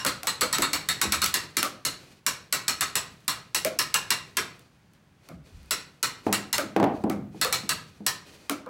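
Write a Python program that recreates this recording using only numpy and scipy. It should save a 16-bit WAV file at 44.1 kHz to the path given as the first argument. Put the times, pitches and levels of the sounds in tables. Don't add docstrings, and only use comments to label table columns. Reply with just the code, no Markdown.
import sys
import numpy as np
from scipy import signal
from scipy.fft import rfft, irfft, next_fast_len
from scipy.io import wavfile

SR = 44100
rng = np.random.default_rng(int(sys.argv[2]) if len(sys.argv) > 2 else 0)


def generate_wav(sig):
    pcm = np.round(np.clip(np.atleast_2d(sig).T, -1, 1) * 32767).astype(np.int16)
    wavfile.write(sys.argv[1], SR, pcm)


N = 383229
SINCE_BLOW = np.arange(SR) / SR

# t/s, level/dB of the crack before its trim
PAWL_DROPS = [(-0.085, 1), (0.063, -14), (0.27, -13), (0.409, -13.5), (0.527, -12.5), (0.62, -12),
              (0.731, -13.5), (0.887, -12), (1.014, -9), (1.121, -9), (1.217, -13.5), (1.34, -9),
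              (1.568, -9.5), (1.85, -13), (2.264, -8.5), (2.525, -10), (2.68, -10), (2.808, -10.5),
              (2.954, -10), (3.279, -11), (3.546, -10), (3.788, -8.5), (3.941, -6.5), (4.104, -7.5),
              (4.369, -10.5), (5.708, -11), (6.028, -11), (6.326, -10), (6.528, -11.5), (7.413, -11),
              (7.525, -11.5), (7.691, -11), (8.064, -9)]
# t/s, level/dB, level/dB of the board's thump against the snap, before its trims
STRAP_SNAPS = [(0.049, -21.5, 5.5), (0.232, -30.5, -1), (0.417, -20, 3.5), (0.584, -21.5, 3),
               (1.242, -17, -34), (1.261, -20.5, -26), (1.629, -17, -1.5), (3.648, -19.5, 4.5),
               (4.593, -52, -2), (5.288, -46, 10.5), (6.581, -20.5, 2.5), (7.098, -32, 7),
               (7.447, -23.5, 3.5), (8.496, -22, 3), (8.662, -54.5, 26)]
# t/s, level/dB
CRATE_KNOCKS = [(1.051, -28.5), (6.266, -15.5), (6.634, -32.5), (6.763, -13.5), (6.799, -15),
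                (6.828, -14.5), (6.840, -14), (7.038, -17), (7.100, -22.5), (7.159, -27.5), (7.346, -37.5),
                (7.632, -37.5), (8.004, -38.5)]
# t/s, level/dB, f/Hz
FLOOR_THUDS = [(1.06, -37.5, 79.5), (1.151, -45, 75), (5.299, -42.5, 165), (5.34, -50, 65),
               (5.51, -43, 51.7), (5.549, -55, 178)]
# t/s of the start, length/s, level/dB before its fade
STRAP_SLIPS = [(1.993, 0.23, -56), (5.203, 0.2, -57.5), (5.423, 0.44, -57), (6.225, 0.14, -46.5),
               (6.92, 0.17, -55), (7.312, 0.3, -52.5), (7.91, 0.11, -68), (8.252, 0.3, -50.5)]
# t/s, tilt/dB per octave
MICROPHONE_FACING = [(0, -0.8), (1.0, -0.67), (2.3, 0), (3.0, -0.5), (3.8, 0.44), (4.4, -1.95), (6.0, 0),
                     (7.5, 0.1), (8.1, 0.5)]

# f/Hz, level/dB, t60/s
WHEEL_MODES = [(1297, -2, 0.037), (1478, -13, 0.056), (2260, -7, 0.037), (3590, -1.5, 0.0067),
               (3797, 0.5, 0.011), (4227, -0.5, 0.0042), (4300, 9.5, 0.0087), (7854, -2, 0.042),
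               (7760, -15.5, 0.0072)]
# f/Hz, level/dB, t60/s
FRAME_MODES = [(1033, -7.5, 0.032), (1677, -7.5, 0.02), (1915, -3, 0.022), (2800, -5, 0.032),
               (5403, 0, 0.016), (5640, 0, 0.0092), (7370, 1.5, 0.0049), (11160, 6.5, 0.005)]
# f/Hz, level/dB, t60/s
BOARD_MODES = [(279, -4.5, 0.076), (519, -3, 0.046), (625, -2, 0.039), (723, 4.5, 0.014),
               (1160, 8.5, 0.012), (1320, 14.5, 0.0058), (2230, 7.5, 0.0069)]
# f/Hz, level/dB, t60/s
STAIR_MODES = [(100.6, -6, 0.45), (204.7, 5.5, 0.48), (321, 9.5, 0.14), (422, -2, .2), (488, -8.5, .25),
               (695, -14, 0.18), (760, -9.5, 0.1)]
# f/Hz, width/Hz, level/dB
SQUEAL_BANDS = [(2494, 64, 4), (4160, 150, -5.5), (4565, 66, -1), (6040, 130, -8.5)]

# f/Hz, level/dB per Hz
PAWL_CRACK_COLOUR = [(100, -36), (500, -49), (1100, 2), (2200, 4), (3200, 1.5), (4200, 7), (6600, 4.5),
                     (7900, 8), (9500, 4), (11200, 3.5), (15500, -1.5)]
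# f/Hz, level/dB per Hz
PAWL_WASH_COLOUR = [(60, -24.5), (150, -13.5), (300, -9.5), (700, -11.5), (1200, -4.5), (2300, -4),
                    (3250, -8.5), (4200, -1), (4900, -8.5), (7900, -5), (9500, -9), (15500, -14)]
# f/Hz, level/dB per Hz
SNAP_COLOUR = [(200, -23), (1200, 4.5), (3000, 5), (6000, 4), (11000, 1), (15500, -2)]
# f/Hz, level/dB per Hz
CRATE_COLOUR = [(50, -35.5), (130, -12.5), (200, 4.5), (330, 4), (500, -3), (780, 0.5), (1000, -9.5),
                (1600, -20.5), (3000, -32.5), (7000, -54.5), (15000, -62)]
# f/Hz, level/dB per Hz
ECHO_COLOUR = [(100, -0.5), (16000, -2)]
# f/Hz, level/dB per Hz
AIR_COLOUR = [(15, -60.5), (25, -27), (44, -3.5), (145, 5.5), (503, -11.5), (1560, -13), (4140, -22),
              (4490, -22), (14800, -35.5), (16000, -32)]
# f/Hz, level/dB per Hz
RUMBLE_COLOUR = [(25, -39), (45, -5.5), (90, 8.5), (170, 13.5), (260, -8), (500, -10.5), (1200, -37.5)]
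# f/Hz, level/dB per Hz
STRAP_COLOUR = [(150, 1.5), (400, 4.5), (900, -6), (2500, -6), (4600, -8), (9000, -14.5), (15500, -24)]
# f/Hz, level/dB per Hz
JUDDER_COLOUR = [(1, -7), (20, -4), (70, -70)]
# f/Hz, t60/s
ROOM_DECAY = [(100, 0.8), (300, 0.45), (700, 0.44), (1500, 0.4), (4000, 0.36), (7000, 0.29), (14000, 0.2)]

USUAL_DB = -7.5
PAWL_CRACK_DB, SNAP_CRACK_DB = -6, 5
WHEEL_DB, FRAME_DB, CLATTER_DB, WASH_DB = -38.5, -29.5, -28.5, -29.5
BODY_SHARE = 0.25
WHEEL_DB_PER_DB, FRAME_DB_PER_DB = -0.32, 0.79
WHEEL_DB_PER_SPEED = 1.0
HARD_KNOCK_DB, BRIGHT_PER_DB, DULLEST_DB = -15.5, 1.36, -6
JOLT_S, JOLT_DB, JOLT_BRIGHT_DB = 0.007, -17, 1
SLIP_RISE_S, SLIP_FADE_DB = 0.051, -11.5
PULL_S = 0.14
RUMBLE_DB, RUMBLE_REST_DB, SLIDE_DB = -52, -70.5, -50
SHAKE_DB, SHAKE_S = -38.5, 0.3
JUDDER_DB, SQUEAL_DB = 1.7, -10
EDGE_HZ = 16000


def amp(db):
    return 10 ** (np.asarray(db) / 20)


def evened(x):
    return x / np.sqrt(np.mean(x ** 2) + 1e-20)


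def read(points, hz):
    f, value = np.transpose(points)
    return np.interp(np.log(hz + 1), np.log(f), value)


def tint(colour, hz, tilt_db):
    octaves = np.log2(np.clip(hz, 200, None))
    return amp(read(colour, hz) + tilt_db * octaves)


def add(mix, s, sound):
    start = round(s * SR)
    sound = sound[max(-start, 0):]
    part = mix[max(start, 0):][:len(sound)]
    part += sound[:len(part)]


def shaped(size, gain):
    spectrum = rfft(rng.standard_normal(size))
    return evened(irfft(spectrum * gain, size))


def noise(colour, size, tilt_db=0):
    return shaped(size, tint(colour, np.fft.rfftfreq(size, 1 / SR), tilt_db))


def steady(colour):
    return noise(colour, next_fast_len(N))[:N]


def burst(colour, rise, decay, tilt_db=0):
    t = SINCE_BLOW[:SR // 3]
    contact = (1 - np.exp(-(t / rise) ** 2)) * np.exp(-t / decay)
    gain = tint(colour, abs(np.fft.fftfreq(len(t), 1 / SR)), tilt_db)
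    body = np.exp(np.conj(signal.hilbert(np.log(gain))))
    rough = contact * rng.standard_normal(len(t))
    sound = np.fft.ifft(np.fft.fft(rough) * body).real
    energy_match = np.linalg.norm(contact / contact.max()) / np.linalg.norm(sound)
    return np.pad(sound, (0, SR - len(t))) * energy_match


def room(colour, build, tilt_db=0, early_db=5, early_at=0.018, early_width=0.025):
    hz, t, z = signal.stft(noise(colour, SR, tilt_db), SR, nperseg=256)
    decay = amp(-60 * t / read(ROOM_DECAY, hz)[:, None])
    tail = signal.istft(z * decay, SR, nperseg=256)[1][:SR]
    walls = amp(early_db * np.exp(-((SINCE_BLOW - early_at) / early_width) ** 2))
    return tail * walls * (1 - np.exp(-SINCE_BLOW / build))


def echoed(sound):
    return signal.fftconvolve(sound, room(ECHO_COLOUR, build=0.00049, early_db=5))[:SR]


def ring(modes, scatter_db, detune, rise):
    hz, db, t60 = np.transpose(modes)[:, :, None]
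    size, shift, phase = rng.standard_normal((3, len(hz), 1))
    t = SINCE_BLOW[:SR // 2]
    fading = amp(db + scatter_db * size - 60 * t / t60)
    waves = fading * np.sin(2 * np.pi * (hz * (1 + detune * shift) * t + phase))
    sound = np.pad(waves.sum(0), (0, SR - len(t))) * (1 - np.exp(-SINCE_BLOW / rise))
    return sound / np.linalg.norm(sound)


def lingering(s, decay, rise=0.008):
    since = np.maximum(np.arange(N) / SR - s, 0)
    return (1 - np.exp(-since / rise)) * np.exp(-since / decay)


def pulls():
    return sum(lingering(s, PULL_S) for s, _ in PAWL_DROPS)


def pawl():
    out = np.zeros(N)
    times = np.transpose(PAWL_DROPS)[0]
    speeds = np.gradient(np.arange(len(times)), times)
    for (s, db), speed in zip(PAWL_DROPS, speeds):
        hard_db = db - USUAL_DB
        tilt_db = np.interp(s, *np.transpose(MICROPHONE_FACING))
        crack = burst(PAWL_CRACK_COLOUR, rise=0.0011, decay=0.0028, tilt_db=tilt_db)
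        crack *= amp(db + PAWL_CRACK_DB)
        wheel = ring(WHEEL_MODES, scatter_db=0.0, detune=0.003, rise=0.00031)
        wheel *= amp(WHEEL_DB + WHEEL_DB_PER_SPEED * speed + WHEEL_DB_PER_DB * hard_db)
        frame = ring(FRAME_MODES, scatter_db=1.0, detune=0.0087, rise=0.00028)
        frame *= amp(FRAME_DB + FRAME_DB_PER_DB * hard_db)
        clatter = burst(PAWL_WASH_COLOUR, rise=0.00089, decay=0.0043, tilt_db=tilt_db)
        clatter *= amp(CLATTER_DB) / np.linalg.norm(clatter)
        wash = amp(WASH_DB) * room(PAWL_WASH_COLOUR, build=0.026, tilt_db=tilt_db)
        body = echoed(wheel + frame + clatter) + wash
        add(out, s, crack + amp(BODY_SHARE * hard_db) * body)
    return out


def air():
    return amp(-61) * steady(AIR_COLOUR)


def rumble():
    shake = sum(amp(db) * lingering(s, SHAKE_S) for s, db in CRATE_KNOCKS)
    level = amp(RUMBLE_REST_DB) + amp(RUMBLE_DB) * pulls() + amp(SHAKE_DB) * shake
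    return level * steady(RUMBLE_COLOUR)


def squeal():
    size = next_fast_len(N)
    hz = np.fft.rfftfreq(size, 1 / SR)
    gain = sum(amp(db) / (1 + (2 * (hz - centre) / width) ** 2) for centre, width, db in SQUEAL_BANDS)
    return shaped(size, gain)[:N]


def slips():
    out = np.zeros(N)
    for s, length, db in STRAP_SLIPS:
        t = np.arange(0, length, 1 / SR)
        ramps = np.minimum(np.minimum(t, length - t) / SLIP_RISE_S, 1)
        add(out, s, amp(db + SLIP_FADE_DB * t / length) * ramps)
    return out


def strap():
    judder = amp(JUDDER_DB * steady(JUDDER_COLOUR))
    friction = (steady(STRAP_COLOUR) + amp(SQUEAL_DB) * squeal()) * judder
    return (amp(SLIDE_DB) * pulls() + slips()) * friction


def snaps():
    out = np.zeros(N)
    for s, db, board_db in STRAP_SNAPS:
        crack = amp(SNAP_CRACK_DB) * burst(SNAP_COLOUR, rise=0.00016, decay=0.002)
        walls = amp(0.12 * db - 11.0) * room(SNAP_COLOUR, build=0.0099)
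        board = ring(BOARD_MODES, scatter_db=-5.5, detune=0.0089, rise=0.00088)
        thump = amp(board_db) * (amp(7.0) * board + amp(-14.0) * echoed(board))
        add(out, s, amp(db) * (crack + walls + thump))
    return out


def knock(bright_db):
    tick = amp(bright_db - 19) * burst(SNAP_COLOUR, rise=0.00051, decay=0.0032, tilt_db=-5.0)
    blow = amp(0.5) * burst(CRATE_COLOUR, rise=0.00018, decay=0.0067, tilt_db=bright_db)
    boom = amp(20 - bright_db) * ring(STAIR_MODES, scatter_db=2.0, detune=0.0026, rise=0.0027)
    stairwell = amp(-8) * room(CRATE_COLOUR, build=0.008, tilt_db=bright_db, early_db=-0.5)
    return tick + blow + boom + stairwell


def knocks():
    out = np.zeros(N)
    for s, db in CRATE_KNOCKS:
        bright_db = max(BRIGHT_PER_DB * (db - HARD_KNOCK_DB), DULLEST_DB)
        add(out, s, amp(db) * knock(bright_db))
    for s, db, board_db in STRAP_SNAPS:
        add(out, s + JOLT_S, amp(db + board_db + JOLT_DB) * knock(JOLT_BRIGHT_DB))
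    return out


def creaks(per_second=7, level_db=-55):
    out = np.zeros(N)
    seconds = N / SR
    for when, size in rng.random((int(per_second * seconds), 2)):
        tick = burst(SNAP_COLOUR, rise=0.0006, decay=0.002, tilt_db=-0.5)
        answer = amp(-11.5) * room(SNAP_COLOUR, build=0.005, tilt_db=-3.0)
        add(out, when * seconds, amp(level_db) * size ** 2 * (tick + answer))
    return out


def thuds():
    out = np.zeros(N)
    for s, db, hz in FLOOR_THUDS:
        colour = [(hz / 3, -30), (hz, 0), (hz * 2, -16), (hz * 12, -70)]  # f/Hz, level/dB per Hz
        add(out, s, amp(db) * burst(colour, rise=0.007, decay=0.08))
    return out


def scene():
    mono = pawl() + air() + rumble() + strap() + snaps() + knocks() + creaks() + thuds()
    return np.array([mono, mono])


def record(dry, low_cut_hz=39):
    thinned = signal.sosfilt(signal.butter(3, low_cut_hz, "highpass", fs=SR, output="sos"), dry)
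    rounded = 0.6 * np.tanh(thinned / 0.6)
    band_limit = signal.firwin(301, EDGE_HZ, window=("kaiser", 9), fs=SR)
    return signal.oaconvolve(rounded, band_limit[None], "same")


dry = scene()
out = record(dry)
generate_wav(out)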